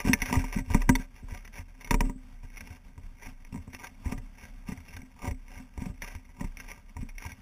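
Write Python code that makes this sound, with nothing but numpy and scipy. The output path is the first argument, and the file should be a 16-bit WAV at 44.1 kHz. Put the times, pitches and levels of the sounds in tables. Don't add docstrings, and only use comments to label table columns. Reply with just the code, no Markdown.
import sys
import numpy as np
from scipy import signal
from scipy.fft import rfft, irfft
from scipy.io import wavfile
from scipy.ndimage import uniform_filter1d

SR = 44100
rng = np.random.default_rng(int(sys.argv[2]) if len(sys.argv) > 2 else 0)


def attenuation_scalar(level_db):
    decades = np.asarray(level_db, float) / 20
    return 10 ** decades


def unload_audio(sound):
    columns = np.transpose(np.atleast_2d(sound))
    steps = np.round(np.clip(columns, -1, 1) * 32767)
    wavfile.write(sys.argv[1], SR, steps.astype(np.int16))


N = 326781

# start_s, bright_peak_db, favoured_bright_hz, middle_level_db, contact_decay_s
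MOUNT_KNOCKS = [(0.0491, -31, 1860, -45, 0.0091), (0.1322, -6, 2210, -35, 0.0038),
                (0.2183, -14, 1820, -43, 0.0029), (0.298, -38, 2050, -38.5, 0.0051),
                (0.3267, -17.5, 2100, -29, 0.002), (0.3544, -22.5, 2050, -35.5, 0.0031),
                (0.44, -40, 2050, -39.5, 0.005), (0.5857, -29, 2070, -45, 0.011),
                (0.7013, -33, 2040, -40.5, 0.0022), (0.7451, -17.5, 1920, -28, 0.0014),
                (0.8176, -30, 2000, -55, 0.0045), (0.8912, -10, 1780, -23.5, 0.0037),
                (0.9526, -16, 3530, -34, 0.0033), (0.9964, -39, 1570, -55, 0.0046),
                (1.2845, -50, 2020, -52, 0.0058), (1.4473, -37.5, 2080, -68, 0.0079),
                (1.476, -38, 2040, -68, 0.002), (1.5395, -38.5, 2000, -64, 0.01),
                (1.809, -37, 2540, -63, 0.0054), (1.8449, -32, 2230, -65, 0.0026),
                (1.873, -33, 1960, -51, 0.004), (1.908, -10, 1780, -24.5, 0.0028),
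                (1.9417, -19, 2300, -29, 0.0031), (2.0058, -19, 2350, -29.5, 0.0027),
                (2.0958, -37.5, 1943, -44, 0.0023), (2.432, -54, 1750, -62, 0.0067),
                (2.5698, -33, 2170, -78, 0.012), (2.606, -31.5, 1850, -64, 0.0039),
                (2.978, -45.5, 1770, -56.5, 0.0018), (3.2207, -40, 2040, -56, 0.011),
                (3.5247, -41, 2570, -58, 0.0032), (3.5418, -45, 2020, -49.5, 0.0032),
                (3.557, -43.5, 2050, -49.5, 0.0062), (3.575, -43, 2070, -56, 0.0027),
                (3.677, -51, 1990, -58, 0.0066), (3.7319, -36.5, 2060, -58.5, 0.0051),
                (3.8427, -28.5, 1550, -56, 0.0056), (3.8683, -33, 1910, -59, 0.0038),
                (4.058, -37.5, 2070, -48, 0.012), (4.121, -30.5, 2020, -45, 0.0041),
                (4.1777, -37, 2040, -52.5, 0.006), (4.6864, -39, 2390, -53, 0.0057),
                (4.716, -37.5, 1970, -59, 0.017), (4.773, -42, 2030, -59, 0.0038),
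                (4.803, -43.5, 2300, -66, 0.003), (4.966, -33, 1590, -60, 0.0027),
                (5.2277, -44, 2060, -46, 0.0056), (5.245, -38, 1890, -48, 0.0073),
                (5.2749, -33, 2050, -41.5, 0.012), (5.3084, -35.5, 2220, -51.5, 0.007),
                (5.7762, -37, 1835, -50, 0.0038), (5.8154, -45, 2050, -50, 0.017),
                (5.858, -39, 2300, -50, 0.0045), (6.0195, -25, 2046, -75, 0.006),
                (6.15, -33, 2000, -60, 0.0028), (6.29, -51, 2070, -64, 0.01),
                (6.4074, -35, 2060, -43, 0.0092), (6.441, -38.5, 2100, -51, 0.0089),
                (6.5702, -31, 2300, -68, 0.0037), (6.5994, -29, 2440, -66, 0.0079),
                (6.776, -53, 2050, -58.5, 0.004), (6.9664, -35.5, 2044, -46.5, 0.0052),
                (7.088, -41, 2200, -66, 0.008), (7.1807, -29.5, 2380, -71, 0.0029),
                (7.2218, -33, 2080, -55, 0.0043), (7.25, -38, 2300, -44.5, 0.0035),
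                (7.318, -35.5, 2300, -62, 0.0032)]
# time_s, peak_db, pitch_hz
POLE_THUMPS = [(0.051, -18.5, 238), (0.076, -13, 257), (0.086, -20.5, 250), (0.095, -13, 248),
               (0.14, -15, 250), (0.221, -26, 235), (0.282, -32.5, 83), (0.311, -25, 234),
               (0.328, -17, 239), (0.366, -14, 83), (0.397, -25.5, 246), (0.443, -30, 240),
               (0.565, -17, 221), (0.587, -27, 245), (0.605, -28, 119), (0.676, -34, 81), (0.703, -22, 86),
               (0.749, -9.5, 223), (0.772, -34, 75), (0.788, -33, 70), (0.895, -6, 235.4),
               (0.956, -23.5, 234), (0.996, -30, 230), (1.231, -34, 85.5), (1.321, -32.5, 81),
               (1.589, -32.5, 79.2), (1.912, -14.5, 237), (1.943, -17, 219), (2.01, -18, 229.2),
               (2.041, -24.5, 244), (2.067, -24, 248), (2.097, -23.5, 247), (2.159, -35, 237),
               (2.434, -39.5, 110.4), (2.617, -37, 82.4), (2.703, -35.5, 82.5), (2.978, -36, 96.3),
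               (3.035, -45, 94), (3.265, -40.5, 82.5), (3.526, -29.5, 149), (3.547, -27, 222),
               (3.559, -28.5, 191), (3.576, -29.5, 92), (3.678, -35, 112), (3.741, -36, 92.5),
               (4.062, -24, 77), (4.092, -33, 68), (4.123, -21, 225), (4.15, -32, 196), (4.178, -29.5, 117),
               (4.43, -41.5, 86), (4.688, -25, 200), (4.721, -26, 211), (4.775, -37, 101),
               (4.946, -35, 86.7), (4.968, -37, 80.3), (4.989, -37.5, 74), (4.89, -44, 240),
               (5.031, -38.5, 250), (5.231, -32, 70), (5.242, -28, 248), (5.274, -21, 99), (5.314, -27, 79),
               (5.569, -37, 78.4), (5.6, -38, 245.5), (5.778, -30.5, 89), (5.82, -24.5, 244),
               (5.864, -24, 194), (5.898, -25.5, 158), (6.03, -40, 214), (6.142, -46, 80.3),
               (6.154, -35, 80.6), (6.385, -38, 200.7), (6.411, -24, 209), (6.444, -25, 155.7),
               (6.966, -33, 98.5), (6.99, -31, 118), (7.027, -26, 215), (7.043, -53, 256.7),
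               (7.257, -31.5, 85.6), (7.324, -40, 83.5)]
# widest_s, level_db, pitch_hz, fade_db_per_s (as the grip damps it)
POLE_SWINGS = [(0.07, -31, 32.2, 400), (0.225, -29, 32.4, 400), (0.37, -28, 36.5, 70), (0.58, -30, 36, 250),
               (0.75, -23.5, 31.45, 41), (0.95, -25.5, 31.95, 187), (1.14, -53, 32.58, 100),
               (1.24, -39, 35.7, 41), (1.61, -47.5, 34.14, 32), (1.94, -22, 33.7, 58),
               (2.05, -25.5, 32.85, 220), (2.19, -47.5, 31.5, 30), (2.34, -44, 30.7, 40),
               (2.44, -40, 31.54, 120), (2.55, -44.5, 32.43, 57), (2.858, -48, 33.53, 80),
               (3.06, -38, 29.93, 143.5), (3.25, -46, 27.6, 15), (3.46, -47, 27.23, 100),
               (3.61, -49, 28.6, 122), (3.97, -49, 30.1, 16), (4.15, -37.5, 31.3, 70),
               (4.26, -43, 31.96, 118), (4.51, -44, 33.24, 18), (4.66, -54, 32.04, 100),
               (4.93, -53, 28.5, 69), (5.3, -38, 31.27, 64), (5.52, -46, 31.4, 60), (5.74, -53, 32.9, 30),
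               (5.82, -40, 33.32, 89), (6.0, -43, 33.07, 18), (6.16, -50, 33.1, 80), (6.3, -52, 33.1, 100),
               (6.46, -32.5, 28.77, 152), (6.66, -42.5, 32.27, 150), (6.859, -47, 32.65, 82),
               (7.02, -32.5, 29.25, 300), (7.09, -41, 29, 60), (7.17, -38.5, 32.5, 248)]
# middle_s, length_s, bright_level_db, middle_level_db
RUB_STROKES = [(0.0, 0.046, -32.5, -40), (0.083, 0.1, -32.5, -33.5), (0.196, 0.18, -48, -53),
               (0.28, 0.16, -36, -47), (0.345, 0.052, -34.5, -32), (0.395, 0.24, -40, -46.5),
               (0.559, 0.14, -37, -41), (0.741, 0.17, -41, -45.5), (0.82, 0.066, -44.5, -43),
               (0.909, 0.092, -51, -66), (1.009, 0.095, -43, -49.5), (1.186, 0.13, -55.5, -61),
               (1.321, 0.14, -48.5, -53.5), (1.393, 0.15, -57.5, -72), (1.578, .1, -39.5, -48.5),
               (1.85, 0.26, -56.5, -59), (1.931, 0.089, -49, -53), (2.05, 0.18, -55.5, -54),
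               (2.449, 0.13, -57.5, -67), (2.577, 0.19, -52, -75), (2.701, 0.17, -53, -61.5),
               (3.257, 0.14, -46.5, -55.5), (3.543, 0.065, -57, -62), (3.751, 0.15, -51, -65),
               (3.833, 0.14, -47.5, -50.5), (4.103, 0.15, -46.5, -45), (4.427, 0.14, -50, -59),
               (4.699, .13, -48, -48.5), (4.931, 0.22, -47, -54.5), (5.246, .15, -48, -43),
               (5.547, 0.2, -51.5, -56), (5.825, 0.14, -48.5, -49.5), (5.897, 0.059, -58, -55.5),
               (6.044, 0.064, -42.5, -52), (6.097, 0.19, -45.5, -55), (6.41, 0.15, -57, -52),
               (6.601, .06, -47.5, -55), (6.695, 0.19, -47.5, -55), (7.016, 0.094, -53.5, -59),
               (7.257, 0.21, -44, -55.5)]
# favoured_bright_hz, favoured_middle_hz
RUB_SPOTS = [(1700, 697), (2200, 1070), (2600, 1198)]
# pitch_hz, relative_level_db, t60_s
LOW_RESONANCES = [(62, -6, .12), (85, -3, .12), (120, -7, .08), (190, -5, .1), (222, -5, .09), (257, 0, .2)]
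MIDDLE_RESONANCES = [(354, -7, .08), (438, -5, .1), (580, -11, .15), (742, -13, .09), (952, -5, .07),
                     (990, 0, .025), (1198, -12, .06)]
BRIGHT_RESONANCES = [(1594, -0.5, 0.025), (2005, 4.5, 0.016), (2170, 6, 0.019), (2300, 1.5, 0.0095),
                     (2420, -10.5, 0.032), (2683, -8.5, 0.04), (3050, -36, 0.013), (3280, -11, 0.019),
                     (3560, -3, 0.016), (3800, -20, 0.012)]
# pitch_hz, width_hz
CASE_DEAD_SPOTS = [(308, 98), (680, 35), (1280, 72), (1440, 142), (1750, 20), (2065, 77), (3060, 72)]
# frequency_hz, relative_level_db
HISS_SHAPE = [(24, -30), (40, -50), (59, 1), (136, -11), (257, -5), (317, -53), (502, -25.5), (963, -23.5),
              (1740, -29), (2190, -30.5), (3900, -30.5), (5070, -107), (8580, -120)]


def knocks():
    out = np.zeros(N)
    t = np.arange(1300) / SR
    middle_body = ring(MIDDLE_RESONANCES) + 0.78 * ring(MIDDLE_RESONANCES, 952, focus_db=167)
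    for start_s, bright_db, bright_hz, middle_db, decay_s in MOUNT_KNOCKS:
        onset = np.minimum(t / 0.00077, 1)
        contact = rng.standard_normal(len(t)) * onset * np.exp(-t / decay_s)
        bright = signal.fftconvolve(contact, ring(BRIGHT_RESONANCES, bright_hz, focus_db=62, most_db=13))
        push = 4.5 * np.exp(-((t - 0.001) / 0.000053) ** 2) + contact
        middle = signal.fftconvolve(push, middle_body)
        middle /= np.sqrt(np.mean(middle[:700] ** 2))
        add(out, start_s, attenuation_scalar(bright_db) * bright / abs(bright).max() + attenuation_scalar(middle_db) * middle)
    return out


def thumps():
    out = np.zeros(N)
    t = np.arange(SR // 8) / SR
    for time_s, peak_db, pitch_hz in POLE_THUMPS:
        grip = attenuation_scalar(-4.0 * pitch_hz * t)
        damped = ring(LOW_RESONANCES, pitch_hz, focus_db=49.0) * (grip + 1.86)
        push = np.hanning(round(0.6 * SR / pitch_hz))
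        jolt = signal.fftconvolve(push, damped)
        add(out, time_s - 0.0005, -attenuation_scalar(peak_db) * jolt / abs(jolt).max())
    return out


def sway():
    rise_db_per_s, rest_db = 394, -57
    widest_s, level_db, pitch_hz, fade_db_per_s = np.transpose(POLE_SWINGS)
    hz = np.interp(np.arange(N) / SR, widest_s, pitch_hz)
    next_s = np.append(widest_s[1:], N / SR)
    replaced_db = -rise_db_per_s * np.maximum(since(next_s), 0)
    shapes_db = peaked(widest_s, level_db, rise_db_per_s, fade_db_per_s) + replaced_db
    sine = np.sqrt(2) * np.sin(2 * np.pi * np.cumsum(hz) / SR)
    return attenuation_scalar(swells(rest_db, shapes_db)) * sine


def shudder():
    time_s, peak_db, pitch_hz = np.transpose(POLE_THUMPS)
    deep = pitch_hz < 140
    rise_db_per_s = 1600
    upper_peak_db = peak_db + np.where(deep, -10, -12.5)
    lowest_peak_db = peak_db + np.where(deep, -7, -17)
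    upper_db = swells(-63.5, peaked(time_s, upper_peak_db, rise_db_per_s, 686))
    lowest_db = swells(-60, peaked(time_s, lowest_peak_db, rise_db_per_s, 490))
    jolts = evened(grit(200, 1.6, 0.72))
    return rung(jolts, upper_db, LOW_RESONANCES[3:]) + rung(jolts, lowest_db, LOW_RESONANCES[:3])


def rubbing():
    ends_db, squareness = -19.5, 1.62
    middle_s, length_s, bright_peak_db, middle_peak_db = np.transpose(RUB_STROKES)
    arch_db = ends_db * abs(2 * since(middle_s) / length_s[:, None]) ** squareness
    bright_db = swells(-66.5, bright_peak_db[:, None] + arch_db)
    middle_db = swells(-73.5, middle_peak_db[:, None] + arch_db)
    out = np.zeros(N)
    for bright_hz, middle_hz in RUB_SPOTS:
        clumps = attenuation_scalar(4.93 * evened(wander(400, 200)))
        slips = evened(clumps * grit(700, 4.53, 0.44)) / np.sqrt(len(RUB_SPOTS))
        out += rung(slips, bright_db, BRIGHT_RESONANCES, bright_hz)
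        out += rung(slips, middle_db, MIDDLE_RESONANCES, middle_hz)
    return out


def hiss():
    shape_hz, shape_db = np.transpose(HISS_SHAPE)
    hz = np.fft.rfftfreq(N, 1 / SR)
    shape = attenuation_scalar(np.interp(np.log(hz + 1), np.log(shape_hz + 1), shape_db))
    above = np.sqrt(np.mean((shape * (hz > 300)) ** 2))
    noise = irfft(rfft(rng.standard_normal(N)) * shape / above, N)
    waver = attenuation_scalar(3.3 * evened(wander(2500, 1500)))
    return attenuation_scalar(-69.5) * waver * noise


def ring(modes, favoured_hz=None, focus_db=0, most_db=40):
    hz, db, t60 = np.transpose(modes)[:, :, None]
    t = np.arange(SR // 8) / SR
    if favoured_hz:
        db = db - np.minimum(focus_db * abs(np.log2(hz / favoured_hz)), most_db)
    decay = attenuation_scalar(db - 60 * t / np.maximum(t60, 0.004))
    return (decay * np.sin(2 * np.pi * hz * t)).sum(0)


def rung(drive, level_db, modes, favoured_hz=None):
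    body = ring(modes, favoured_hz, focus_db=43.5, most_db=18.5)
    return signal.oaconvolve(drive * attenuation_scalar(level_db), body / np.linalg.norm(body))[:N]


def grit(per_s, spread_db, smooth):
    sizes = attenuation_scalar(spread_db * np.minimum(rng.exponential(1, N), 4))
    slips = sizes * (rng.random(N) < per_s / SR)
    signs = np.sign(rng.standard_normal(N))
    return evened(slips * signs) + smooth * rng.standard_normal(N)


def wander(first, second):
    return uniform_filter1d(uniform_filter1d(rng.standard_normal(N), first), second)


def evened(x):
    return x / np.sqrt(np.mean(x ** 2) + 1e-20)


def add(mix, start_s, sound):
    part = mix[max(round(start_s * SR), 0):][:len(sound)]
    part += sound[:len(part)]


def since(s):
    return np.arange(0, N + 64, 64) / SR - s[:, None]


def peaked(s, peak_db, rise, fade):
    t = since(s)
    return peak_db[:, None] + np.minimum(rise * t, -np.reshape(fade, (-1, 1)) * t)


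def swells(rest_db, shapes_db):
    power = attenuation_scalar(rest_db) ** 2 + (attenuation_scalar(shapes_db) ** 2).sum(0)
    return np.interp(np.arange(N), np.arange(len(power)) * 64, 10 * np.log10(power))


def scene():
    mix = knocks() + thumps() + sway() + shudder() + rubbing()
    for hz, width_hz in CASE_DEAD_SPOTS:
        notched = signal.lfilter(*signal.iirnotch(hz, hz / width_hz, SR), mix)
        mix = 0.25 * mix + 0.75 * notched
    return (mix + hiss())[None]


def roll_off(x):
    return signal.sosfilt(signal.butter(12, 16510, fs=SR, output="sos"), x)


def record(dry):
    limited = signal.oaconvolve(dry, signal.firwin(151, 3930, fs=SR)[None], "same")
    slow = signal.resample_poly(limited, 80, 441, axis=1)
    held = np.repeat(slow, 6, axis=1)
    restored = signal.resample_poly(held, 147, 160, axis=1)[:, :N]
    edge = signal.firwin(201, 15250, window=("kaiser", 2.5), fs=SR)
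    finished = signal.oaconvolve(restored, edge[None], "same")
    return roll_off(finished)


dry = scene()
out = record(dry)
unload_audio(out)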